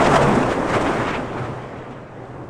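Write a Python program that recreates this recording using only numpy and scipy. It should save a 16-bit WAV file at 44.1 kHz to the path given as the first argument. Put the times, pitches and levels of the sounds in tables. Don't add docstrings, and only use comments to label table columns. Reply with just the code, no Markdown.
import sys
import numpy as np
from scipy import signal
from scipy.fft import rfft, irfft, next_fast_len
from scipy.io import wavfile
from scipy.ndimage import uniform_filter1d

SR = 44100
rng = np.random.default_rng(int(sys.argv[2]) if len(sys.argv) > 2 else 0)


def int16_out(signal):
    q = np.round(np.clip(np.atleast_2d(signal).T, -1, 1) * 32767)
    wavfile.write(sys.argv[1], SR, q.astype(np.int16))


def how_loud(loudness_db):
    steps = np.asarray(loudness_db, float) / 20
    return 10 ** steps


N = 110117

HOP, SIZE = 128, 512
TIME = np.arange(N // HOP + 5) * HOP / SR
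FREQ = np.fft.rfftfreq(SIZE, 1 / SR)[:, None]


def evened(x):
    return x / np.sqrt(np.mean(x ** 2) + 1e-20)


def read(points, hz):
    f, value = np.transpose(points)
    return np.interp(np.log(hz + 1), np.log(f + 1), value)


def flat(spectrum_db):
    return spectrum_db - 10 * np.log10(np.sum(how_loud(2 * spectrum_db))) - 1.5


def smoothed(field, bands, frames):
    return evened(uniform_filter1d(uniform_filter1d(field, size=bands, axis=0), size=frames, axis=1))


def hiss(gain, patchy_db, flicker_db):
    real, imaginary, p = rng.standard_normal((len(TIME), len(FREQ), 3)).T
    patches = smoothed(p, bands=6, frames=16)
    flicker = smoothed(p, bands=70, frames=2)
    unevenness = how_loud(patchy_db * patches + flicker_db * flicker)
    spectra = (real + 1j * imaginary) * gain * unevenness
    return signal.istft(spectra, nperseg=SIZE, noverlap=SIZE - HOP)[1][:N]


def resonate(x, hz, width):
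    turn = np.exp(2j * np.pi * np.cumsum(hz * np.ones(len(x))) / SR)
    r = np.exp(-np.pi * width / SR)
    return 2 * (turn * signal.lfilter([1 - r], [1, -r], x / turn)).real


def fuzzy_note(length, hz, width, second_width):
    return resonate(resonate(rng.standard_normal(length), hz, width), hz, second_width)


def add(mix, s, sound):
    part = mix[round(s * SR):][:len(sound)]
    part += sound[:len(part)]


# (time [s], heard level [dB], runner pressure [dB], track drone [dB])
RUN = [(0, -14.5, 6, -31.5), (.12, -13.5, -2.5, -32), (.3, -16, 4, -30.5), (.42, -17, 1.5, -35.5),
       (.56, -20, 0.5, -41), (.64, -19.5, 0.5, -59), (.75, -19, 1, -31), (.9, -17, 3.5, -43.5),
       (1.1, -21.5, 8.5, -43), (1.2, -23.5, 3, -45), (1.3, -26.5, 5.5, -45), (1.4, -25, 3, -34.5),
       (1.55, -27.5, 0.5, -40.5), (1.75, -32, 5.5, -43.5), (1.93, -32.5, 1.5, -44.5), (2.08, -36, 3, -50.5),
       (2.25, -32.5, -2, -45.5), (2.5, -33, -10, -40)]


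def control(t, order):
    return np.interp(t, np.array(RUN)[:, 0], np.array(RUN)[:, order])


# (frequency [Hz], density [dB per Hz])
HULL = [(20, -44), (70, -15.5), (140, -9.5), (320, -3), (600, -3), (1050, -5.5), (1500, -10.5), (4000, -29)]
# (frequency [Hz], density [dB per Hz])
ICE = [(300, -41.5), (1200, -16.5), (2000, -19.5), (3200, -27.5), (4500, -37.5), (7500, -42), (10000, -58),
       (16000, -35)]


def sled():
    level, pressure, grit = control(TIME, order=1), control(TIME, order=2), skids()
    octaves_up = np.log2(np.maximum(FREQ, 400) / 400)
    dull = 0.0926 * (level - level.max()) * octaves_up
    hull_db = read(HULL, FREQ)
    shift = flat(hull_db) - hull_db
    hull_gain = grit * how_loud(hull_db + shift + level + dull)
    ice_gain = grit * how_loud(read(ICE, FREQ) + shift + level + 0.11 * dull + pressure)
    hull = hiss(hull_gain, patchy_db=.7, flicker_db=.6)
    ice = hiss(ice_gain, patchy_db=1.9, flicker_db=0.73)
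    return hull + ice


# (middle [s], length [s], rise above the steady roar [dB], grit centre [Hz], spread [octaves])
SKIDS = [(.017, .035, 3, 6500, 1.1), (.047, .012, 9, 4000, 1.1), (.066, .022, 9, 4000, 1.1),
         (.112, .04, 4, 5000, 1.1), (.143, .018, 8, 2500, 2.4), (.163, .022, 11.5, 4000, 2.),
         (.224, .03, 7, 4800, 1.2), (.287, .012, 9, 13500, .35), (.357, .024, 7, 7000, .7),
         (.388, .024, 4, 6500, .8), (.428, .024, 4, 4000, 1.2), (.515, .06, 6.5, 4500, 1.8),
         (.7, .055, 7, 4000, 1.7), (.748, .05, 10, 2600, 2.2), (.815, .025, 6, 7200, 1.1),
         (.868, .04, 7, 2500, .6), (.12, .5, 2.5, 800, .7), (1.088, .05, 7, 3200, 1.1),
         (1.148, .045, 9, 2800, 1.), (1.385, .03, 4.5, 2600, 1.3), (1.45, .06, 5, 2500, 1.1),
         (1.785, .035, 3, 7200, .8), (1.92, .05, 4, 4500, 1.4), (2.075, .03, 3, 3500, 1.2)]


def skids():
    rise = .4
    power = np.ones((len(FREQ), len(TIME)))
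    for s, length, db, hz, octaves in SKIDS:
        u = (TIME - s) / length
        skewed = np.where(u < 0, u / (2 * rise), u * 2 * rise)
        swell = np.exp(-8 * skewed ** 2)
        band = np.exp(-(np.log2((FREQ + 20) / hz) / octaves) ** 2)
        power += (how_loud(2 * db) - 1) * band * swell
    return np.sqrt(power)


def drone():
    far_hz, near_hz, drop_s, width_hz = 124, 144, .45, 25
    t = np.arange(N) / SR
    hz = far_hz + (near_hz - far_hz) * np.exp(-(t / drop_s) ** 2)
    fuzz = evened(fuzzy_note(N, hz, width_hz, 2 * width_hz))
    tone = np.sin(2 * np.pi * np.cumsum(hz) / SR)
    return evened(0.97 * fuzz + 1.02 * tone) * how_loud(control(t, order=3))


# (time [s], ring [Hz], level [dB], fall by 60 dB [s])
KNOCKS = [
    (.137, 692, -6.5, 0.066),
    (.27, 206, -15, 0.29),
    (0.366, 251, -12, 0.21),
    (.57, 229.5, -21.5, 0.34),
    (0.751, 381, -9.5, 0.083),
    (1.17, 256, -21, 0.18),
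    (1.899, 233, -34, 0.21),
    (2.384, 311, -32, 0.3),
]


def knocks():
    out, t = np.zeros(N), np.arange(SR // 3) / SR
    for s, hz, db, t60 in KNOCKS:
        fuzz = evened(fuzzy_note(len(t), hz, .3 * hz, .3 * hz))
        ring = .8 * np.sin(2 * np.pi * hz * t) + .5 * fuzz
        onset = np.minimum(t * hz / 4, 1)
        add(out, s, ring * onset * how_loud(db - 60 * t / t60))
    return out


# (time [s], level [dB], ring [Hz])
CRUMBS = [
    (1.54, -36, 7400),
    (1.618, -37, 7400),
    (1.91, -37, 7900),
    (2.1, -46, 10400),
    (2.255, -40, 4100),
    (2.285, -37, 12400),
    (2.36, -45, 12400),
]


def crumbs():
    out, t = np.zeros(N), np.arange(400) / SR
    for s, db, hz in CRUMBS:
        add(out, s, np.sin(2 * np.pi * hz * t) * how_loud(db - 60 * t / .0015))
    return out


def still_air():
    level_db, tilt_db = -64, 6
    spectrum_db = level_db + flat(tilt_db * np.log2(FREQ + 60))
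    return hiss(how_loud(spectrum_db + 0 * TIME), patchy_db=.5, flicker_db=.5)


def whine():
    hz, level_db = 15650, -97
    return how_loud(level_db) * evened(fuzzy_note(N, hz, 45, 65))


def scene():
    return (sled() + drone() + knocks() + crumbs())[None]


# (frequency [Hz], gain [dB])
MIC = [(20, 10.5), (8600, -6), (10400, -17), (11500, -28), (12500, -28), (13500, -21), (14800, -37),
       (15700, -26)]


def microphone(sound):
    size = next_fast_len(N + 4096)
    gain = how_loud(read(MIC, np.fft.rfftfreq(size, 1 / SR)))
    return irfft(rfft(sound, size) * gain, size)[:, :N]


def low_pass(x):
    return signal.sosfilt(signal.butter(12, 15730, fs=SR, output="sos"), x)


def record(dry):
    heard = microphone(dry + still_air())
    return low_pass(heard + whine())


dry = scene()
out = record(dry)
int16_out(out)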